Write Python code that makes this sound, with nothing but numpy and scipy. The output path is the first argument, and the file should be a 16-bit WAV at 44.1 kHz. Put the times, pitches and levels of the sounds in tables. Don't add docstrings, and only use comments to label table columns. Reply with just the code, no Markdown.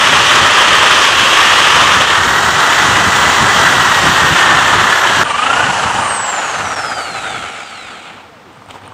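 import sys
import numpy as np
from scipy import signal
from scipy.fft import rfft, irfft, next_fast_len
from scipy.io import wavfile
from scipy.ndimage import uniform_filter1d

SR = 44100
rng = np.random.default_rng(int(sys.argv[2]) if len(sys.argv) > 2 else 0)


def generate_wav(sig):
    pcm = np.round(np.clip(np.atleast_2d(sig).T, -1, 1) * 32767).astype(np.int16)
    wavfile.write(sys.argv[1], SR, pcm)


N = 394155
FAN_BLADES, PINION_TEETH, WHEEL_TEETH, RATCHET_TEETH = 37, 5, 48, 16
BAND_LIMIT_HZ = 15650


def amp(db):
    return np.exp(np.asarray(db) * (np.log(10) / 20))


def unit_rms(x):
    return x / np.sqrt(np.mean(x ** 2) + 1e-20)


def at_time(rows, t):
    times_s, *columns = np.transpose(rows)
    return [np.interp(t, times_s, column) for column in columns]


def at_hz(points, hz):
    points_hz, values = np.transpose(points)
    return np.interp(np.log(hz + 1), np.log(points_hz + 1), values)


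def wander(rate_hz):
    knots = np.convolve(rng.standard_normal(4000), np.hanning(7), "same")
    return np.interp(np.arange(N) * (4 * rate_hz / SR), np.arange(len(knots)), unit_rms(knots))


def shaped(x, spectrum):
    size = next_fast_len(N)
    gain = amp(at_hz(spectrum, np.fft.rfftfreq(size, 1 / SR)))
    return unit_rms(irfft(rfft(x, size) * gain, size)[:N])


def rotor_tones(orders, rotor_turns, rotor_hz, flutter_db, response=((1, 0), (2, 0))):
    out, frames = 0, np.arange(0, N, 128)
    for order, db in orders:
        hz = order * rotor_hz[frames]
        flutter = unit_rms(np.convolve(rng.standard_normal(len(frames)), np.hanning(24), "same"))
        gain = amp(db + flutter_db * flutter + at_hz(response, hz)) * (hz < BAND_LIMIT_HZ) * np.sqrt(2)
        phase = 2 * np.pi * (order * rotor_turns + rng.random())
        out = out + np.interp(np.arange(N), frames, gain) * np.sin(phase)
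    return out


# (frequency [Hz], relative density [dB])
ROOM_SPECTRUM = [(18, -63), (30, -33), (95, -4), (144, -7), (243, -3.5), (369, -10.5), (479, -6),
                 (561, -9.5), (1230, -7.5), (5170, -25.5), (8070, -31.5), (10800, -43), (15500, -39)]


def room_tone():
    return amp(-40.5) * shaped(rng.standard_normal(N), ROOM_SPECTRUM)


# (time [s], level [dB], ring [Hz], relative tick level [dB])
CRACKLES = [(8.459, -36, 1030, -25), (8.573, -25, 1190, -25), (8.621, -23, 1100, -27),
            (8.661, -24, 778, -23), (8.688, -27, 872, -15), (8.709, -12, 2960, -21), (8.742, -23, 915, -25),
            (8.757, -17, 886, -27), (8.769, -28, 953, -22), (8.82, -24, 1080, -26), (8.837, -28, 980, -27),
            (8.857, -28, 894, -21), (8.869, -27, 786, -18), (8.878, -22, 1200, -13),
            (8.912, -26, 1000, -34), (8.921, -20, 1070, -33)]


def plastic_bag():
    out, t = np.zeros(N + SR), np.arange(400) / SR
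    faint = [(8.52 + 0.42 * when, -50 + 12 * force, 700 * 5 ** pitch, -16)
             for when, force, pitch in rng.random((90, 3))]
    attack = np.minimum(t / 0.00035, 1)
    for start_s, db, ring_hz, tick_db in list(CRACKLES) + faint:
        ring = np.sin(2 * np.pi * ring_hz * t) * amp(-60 * t * ring_hz / 14)
        tick = np.sin(2 * np.pi * rng.uniform(7600, 9200) * t) * amp(tick_db + 10 - 60 * t / 0.005)
        out[round(start_s * SR):][:len(t)] += amp(db) * (ring + tick) * attack
    return out[:N]


# (time [s], casing [dB], bit and chuck [dB], cooling air [dB], buffeting [dB])
NOISE_LEVELS = [
    [(0.0, -11.5, -14, -22, -33), (0.03, -10, -13, -20.5, -29.5), (0.26, -10.5, -12.5, -20.5, -22),
     (0.32, -9.5, -11.5, -19.5, -31), (0.42, -10.5, -14.5, -21, -26), (0.52, -10, -13, -21, -32),
     (0.71, -10, -12.5, -20.5, -26.5), (1.34, -11, -12.5, -21, -28.5), (1.68, -10, -11.5, -20, -28),
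     (1.95, -10, -13, -21, -25.5), (2.0, -11.5, -18, -22, -20), (2.01, -7.5, -10.5, -18.5, -26),
     (2.07, -14.5, -17, -24.5, -32), (2.11, -9.5, -14.5, -21.5, -30), (2.24, -12.5, -21.5, -22.5, -27),
     (2.27, -11.5, -19, -23, -22), (2.41, -12.5, -21, -23, -29.5), (2.58, -10.5, -17.5, -21, -22),
     (2.71, -10, -17, -21.5, -33), (2.9, -9.5, -17.5, -20.5, -20), (3.05, -10.5, -17.5, -21.5, -28),
     (3.08, -10, -21, -21, -19), (3.12, -11, -17.5, -21, -31), (3.29, -9, -18.5, -20, -18),
     (3.35, -9.5, -15, -20, -29), (3.43, -10, -17.5, -20.5, -17), (3.47, -9, -18.5, -20, -26),
     (3.56, -11, -16.5, -20.5, -22), (3.59, -9, -18, -20, -19.5), (4.0, -11, -17, -22, -27.5),
     (4.04, -9.5, -16, -20, -20), (4.11, -10.5, -17.5, -21, -22), (4.17, -10.5, -17, -20.5, -32),
     (4.24, -8.5, -17, -22, -23), (4.29, -10, -16, -21, -27), (4.33, -10.5, -15, -22, -15),
     (4.37, -9.5, -15.5, -20, -31), (4.5, -9.5, -17.5, -23.5, -23), (4.65, -10.5, -17, -22.5, -26),
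     (4.8, -10, -19, -23.5, -25), (4.99, -11.5, -19, -23.5, -33), (5.07, -11, -18, -24, -27),
     (5.16, -12.5, -17, -22.5, -33), (5.22, -10.5, -18, -22.5, -25), (5.24, -12, -26, -28, -30)],
    [(5.24, -21, -24, -32, -31), (5.26, -17, -24, -32, -40), (5.42, -18, -22, -30, -37),
     (5.44, -15.5, -20, -30, -33), (5.57, -13.5, -21.5, -27, -28), (5.7, -13.5, -20.5, -27, -22),
     (5.72, -16, -24, -26.5, -33), (5.83, -13.5, -22.5, -25.5, -30), (5.86, -14.5, -21.5, -27, -23),
     (5.92, -14.5, -26, -27, -35), (5.96, -16, -23.5, -27.5, -24), (6.04, -15.5, -26, -28.5, -34.5),
     (6.24, -17.5, -28.5, -30.5, -30), (6.27, -17, -26.5, -30, -36), (6.46, -17.5, -26.5, -31, -38),
     (6.51, -19, -25.5, -30.5, -42), (6.67, -17.5, -28.5, -31.5, -31), (6.87, -20, -31, -32.5, -37),
     (7.04, -21.5, -31, -34.5, -41), (7.37, -24, -29, -36, -42), (7.64, -29.5, -33, -42, -48),
     (7.7, -34, -34, -43, -59), (7.72, -31.5, -34, -43, -49), (7.95, -33, -37, -46, -46),
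     (8.07, -33, -36, -48, -58), (8.32, -46, -51, -64, -60), (8.68, -45, -56, -63, -55),
     (8.71, -33, -34, -45, -44), (8.72, -45, -45, -54, -41), (8.76, -34, -44, -48, -49),
     (8.8, -44, -55, -64, -60), (8.86, -38, -44, -57, -47), (8.94, -40, -55, -66, -51)],
]
# (frequency [Hz], relative density [dB])
BUFFET_SPECTRUM = [(15, -48), (25, -22.5), (92, 2.5), (254, -3), (400, -9), (520, -29), (880, -120)]


def buffeting(t):
    level_db = at_time(np.vstack(NOISE_LEVELS), t)[3]
    gusts = rng.standard_normal(N) * amp(2.8 * wander(6))
    return amp(level_db) * shaped(gusts, BUFFET_SPECTRUM)


# (time [s], blade-pass rate [Hz], relative whine level [dB])
FAN_CURVE = [(0.0, 12740, -53), (0.1, 13048, -48), (0.2, 13307, -49), (0.3, 13490, -54), (0.45, 13652, -57),
             (0.6, 13652, -60), (0.8, 13670, -52), (0.93, 13600, -56), (1.0, 13231, -47), (1.1, 12478, -45),
             (1.17, 12111, -43), (1.24, 11985, -43), (1.32, 12180, -44), (1.4, 12482, -44),
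             (1.5, 12799, -45), (1.65, 13043, -46), (1.8, 13178, -47), (2.03, 13189, -49),
             (2.15, 13512, -50), (2.3, 13958, -41), (2.45, 14276, -40), (2.6, 14435, -43),
             (2.8, 14534, -42), (3.0, 14610, -42), (3.2, 14723, -42), (3.45, 14836, -44), (3.6, 14617, -41),
             (3.75, 14384, -40), (3.9, 14136, -40), (4.05, 13975, -41), (4.2, 13856, -39),
             (4.35, 13555, -42), (4.5, 13266, -51), (4.7, 13078, -48), (4.9, 12790, -45),
             (5.08, 12575, -41), (5.17, 12249, -44), (5.237, 11980, -38), (5.241, 9110, -38),
             (5.27, 8892, -35), (5.31, 8640, -36), (5.35, 8540, -39), (5.4, 8950, -39), (5.45, 9543, -40),
             (5.5, 10060, -44), (5.55, 10480, -44), (5.6, 10846, -46), (5.645, 10990, -49),
             (5.7, 10705, -46), (5.8, 10106, -42), (5.9, 9534, -42), (6.0, 9000, -36), (6.1, 8480, -25),
             (6.2, 7977, -24), (6.28, 7600, -22), (6.4, 7041, -30), (6.5, 6610, -33), (6.6, 6181, -35),
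             (6.7, 5790, -33), (6.8, 5396, -31), (6.9, 5010, -30), (7.0, 4640, -34), (7.1, 4280, -34),
             (7.2, 3929, -36), (7.3, 3590, -36), (7.4, 3260, -36), (7.55, 2800, -43), (7.75, 2200, -43),
             (8.0, 1520, -46), (8.25, 850, -47), (8.6, 100, -48)]
# (order [x rotor speed], level re blade-pass tone [dB])
FAN_ORDERS = [(36, -19), (38, -22), (74, -32)]


def fan_whine(t, rotor_turns, rotor_hz):
    whine_db = at_time(FAN_CURVE, t)[1]
    orders = [(FAN_BLADES, 0)] + FAN_ORDERS
    return amp(whine_db - 1) * rotor_tones(orders, rotor_turns, rotor_hz, flutter_db=2.5)


# (time [s], mesh [dB], chuck throb [0-1], hammer [0-1], commutator [dB])
LOAD = [(0, -29, 0.1, 0.18, -52), (1, -26, 0.17, 0.3, -52), (1.95, -28, 0.1, 0.12, -52),
        (2.15, -19, 0.3, 0.14, -50), (3, -24, 0, 0, -50), (4, -20.5, 0.07, 0, -50),
        (5.2, -21, 0.24, 0.04, -50), (5.3, -25, 0.45, 0.2, -50), (5.42, -19, 0.38, .03, -50),
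        (5.56, -15, 0.38, 0.1, -50), (5.68, -25, 0.29, .03, -50), (6.1, -30, 0.24, 0, -48),
        (6.5, -35, 0.4, 0, -48), (7, -48, 0.54, 0.1, -39), (7.4, -52, .35, .03, -43),
        (7.8, -59, .25, .03, -43), (8.2, -72, 0.2, .03, -62), (8.5, -90, 0.2, .03, -90)]
# (order [x rotor speed], level re mesh tone [dB])
GEAR_ORDERS = [(1, -19), (6, -19), (10, -12)]


def gear_mesh(t, rotor_turns, rotor_hz, chuck_turns):
    mesh_db, throb, _, _ = at_time(LOAD, t)
    squeeze = 1 + np.clip(2.7 * throb, 0, 1) * np.cos(2 * np.pi * chuck_turns)
    orders = [(PINION_TEETH, 0)] + GEAR_ORDERS
    return amp(mesh_db) * squeeze * rotor_tones(orders, rotor_turns, rotor_hz, flutter_db=2.4)


# (order [x rotor speed], relative level [dB])
BAR_ORDERS = [(12, -8), (24, -1), (48, -6), (72, 0), (96, 0), (120, -7)]
# (frequency [Hz], gain [dB])
CASING_RESPONSE = [(500, -14), (1500, -8), (2300, 4), (4300, 3), (6000, -12), (9000, -10), (15000, -27)]


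def commutator(t, rotor_turns, rotor_hz):
    bars = rotor_tones(BAR_ORDERS, rotor_turns, rotor_hz, flutter_db=2.5, response=CASING_RESPONSE)
    return amp(at_time(LOAD, t)[3]) * bars


# (valid from [s], angle [turns])
TIGHT_SPOT = [(0, -.3), (5.24, .31)]


def drive_train(t):
    rotor_hz = at_time(FAN_CURVE, t)[0] / FAN_BLADES
    rotor_turns = np.cumsum(rotor_hz) / SR
    from_s, angle_turns = np.transpose(TIGHT_SPOT)
    tight_turns = angle_turns[np.searchsorted(from_s, t, "right") - 1]
    return rotor_turns, rotor_hz, rotor_turns * PINION_TEETH / WHEEL_TEETH - tight_turns


def rattle(t, rotor_turns, chuck_turns):
    hammer = at_time(LOAD, t)[2]
    strikes = np.diff(np.floor(RATCHET_TEETH * chuck_turns), prepend=0) == 1
    blows = unit_rms(strikes * (1 + 0.59 * rng.standard_normal(N)) - strikes.mean())
    grit = unit_rms(rng.standard_normal(N) * amp(0.78 * wander(100) + 0.32 * wander(8)))
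    shake = 1 + 0.17 * np.cos(2 * np.pi * rotor_turns)
    return shake * (grit + hammer * blows)


# (frequency [Hz], relative density [dB])
HAMMERING = [(150, -44), (250, -13.5), (450, -11.5), (535, -11), (624, -8.5), (693, -11), (1180, 0),
             (1510, -5), (1820, -2), (2200, -7.5), (3170, -4), (4100, -14.5), (6210, -14.5), (8470, -21.5),
             (15500, -53.5)]
BORING = [(150, -42), (250, -14.5), (385, -8.5), (553, -9.5), (897, -1), (1200, 1), (1920, -1.5),
          (2320, -8.5), (3170, -4), (4960, -23.5), (5700, -21.5), (7510, -23), (11600, -43.5), (14500, -50),
          (15500, -53)]
WITHDRAWING = [(150, -39), (250, -14), (341, -20), (508, -8.5), (705, -7.5), (755, 0), (1360, -3.5),
               (2240, -9), (2950, -3.5), (3450, -13), (4250, -16), (5050, -21), (7640, -19), (10100, -34.5),
               (15500, -60)]
COASTING = [(150, -44), (250, -14), (405, -11), (717, -5.5), (768, -3.5), (1030, -11), (1360, -1),
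            (1790, -8.5), (2240, -9), (2850, -14), (4170, -18.5), (5410, -25), (7510, -18.5),
            (12000, -42.5), (15500, -67)]
STOPPED = [(150, -34), (250, -4), (297, -17), (405, -8), (458, -9), (669, -12), (913, -7), (1640, -17),
           (3060, -15), (5700, -33), (8190, -34), (11000, -48), (15500, -45)]
STAGE_TIMES_S = [0, 2.0, 2.1, 5.235, 5.245, 6.2, 7.0, 8.0, 8.4]
STAGE_INDEX = [0, 0, 1, 1, 2, 2, 3, 3, 4]
# (frequency [Hz], width [Hz], boost [dB])
CASING_MODES = [(790, 60, 8), (1330, 200, 5), (2180, 150, 2.5), (8300, 200, 5)]


def stage_colour(hz, t):
    spectra_db = np.array([at_hz(s, hz) for s in (HAMMERING, BORING, WITHDRAWING, COASTING, STOPPED)]).T
    stage = np.interp(t, STAGE_TIMES_S, STAGE_INDEX)
    earlier = np.minimum(stage.astype(int), 3)
    blend = stage - earlier
    colour_db = spectra_db[:, earlier] * (1 - blend) + spectra_db[:, earlier + 1] * blend
    rings_db = sum(db / (1 + (2 * (hz - mode_hz) / width_hz) ** 2)
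                   for mode_hz, width_hz, db in CASING_MODES)
    return amp(colour_db + rings_db[:, None] * np.clip(stage - 2, 0, 1))


# (frequency [Hz], share [0-1])
THROB_SHARE = [(300, .2), (750, 0.2), (1400, 0.8), (3000, 0.4), (6000, 0.09), (15000, .05)]


def drill_noise(excitation, chuck_turns):
    hz, t, spectrum = signal.stft(excitation, SR, nperseg=512, noverlap=384)
    colour = stage_colour(hz, t)

    def above(edge_hz):
        return 1 / (1 + (edge_hz / (hz[:, None] + 1)) ** 16)

    casing, bit, air = above(262) * (1 - above(2020)), above(2200) - above(4290), above(4400)
    power = 0
    for band, level_db in zip((casing, bit, air), at_time(np.vstack(NOISE_LEVELS), t)):
        power = power + band * amp(level_db) ** 2 / (band * colour ** 2).mean(0)
    patches = uniform_filter1d(rng.standard_normal(spectrum.shape), 6, axis=0)
    flicker = amp(0.67 * unit_rms(uniform_filter1d(patches, 24, axis=1)))
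    chuck_phase = 2 * np.pi * np.interp(t, np.arange(N) / SR, chuck_turns)
    throb = 1 + at_hz(THROB_SHARE, hz)[:, None] * at_time(LOAD, t)[1] * np.cos(chuck_phase)
    spectrum = spectrum * colour * np.sqrt(power) * flicker * throb
    return signal.istft(spectrum, SR, nperseg=512, noverlap=384)[1][:N]


# (time [s], width [s])
DIPS = [(5.239, 0.0029), (6.756, 0.003)]


def scene():
    t = np.arange(N) / SR
    rotor_turns, rotor_hz, chuck_turns = drive_train(t)
    mix = drill_noise(rattle(t, rotor_turns, chuck_turns), chuck_turns)
    mix += fan_whine(t, rotor_turns, rotor_hz)
    mix += gear_mesh(t, rotor_turns, rotor_hz, chuck_turns)
    mix += commutator(t, rotor_turns, rotor_hz)
    mix += buffeting(t) + plastic_bag() + room_tone()
    for dip_s, width_s in DIPS:
        mix *= 1 - 0.95 * np.exp(-((t - dip_s) / width_s) ** 2)
    return np.array([mix, mix])


def record(dry):
    clipped = np.clip(0.98 * dry, -0.97, 0.97)
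    lowpass = signal.firwin(511, BAND_LIMIT_HZ, window=("kaiser", 9), fs=SR)
    return signal.oaconvolve(clipped, lowpass[None], "same")


dry = scene()
out = record(dry)
generate_wav(out)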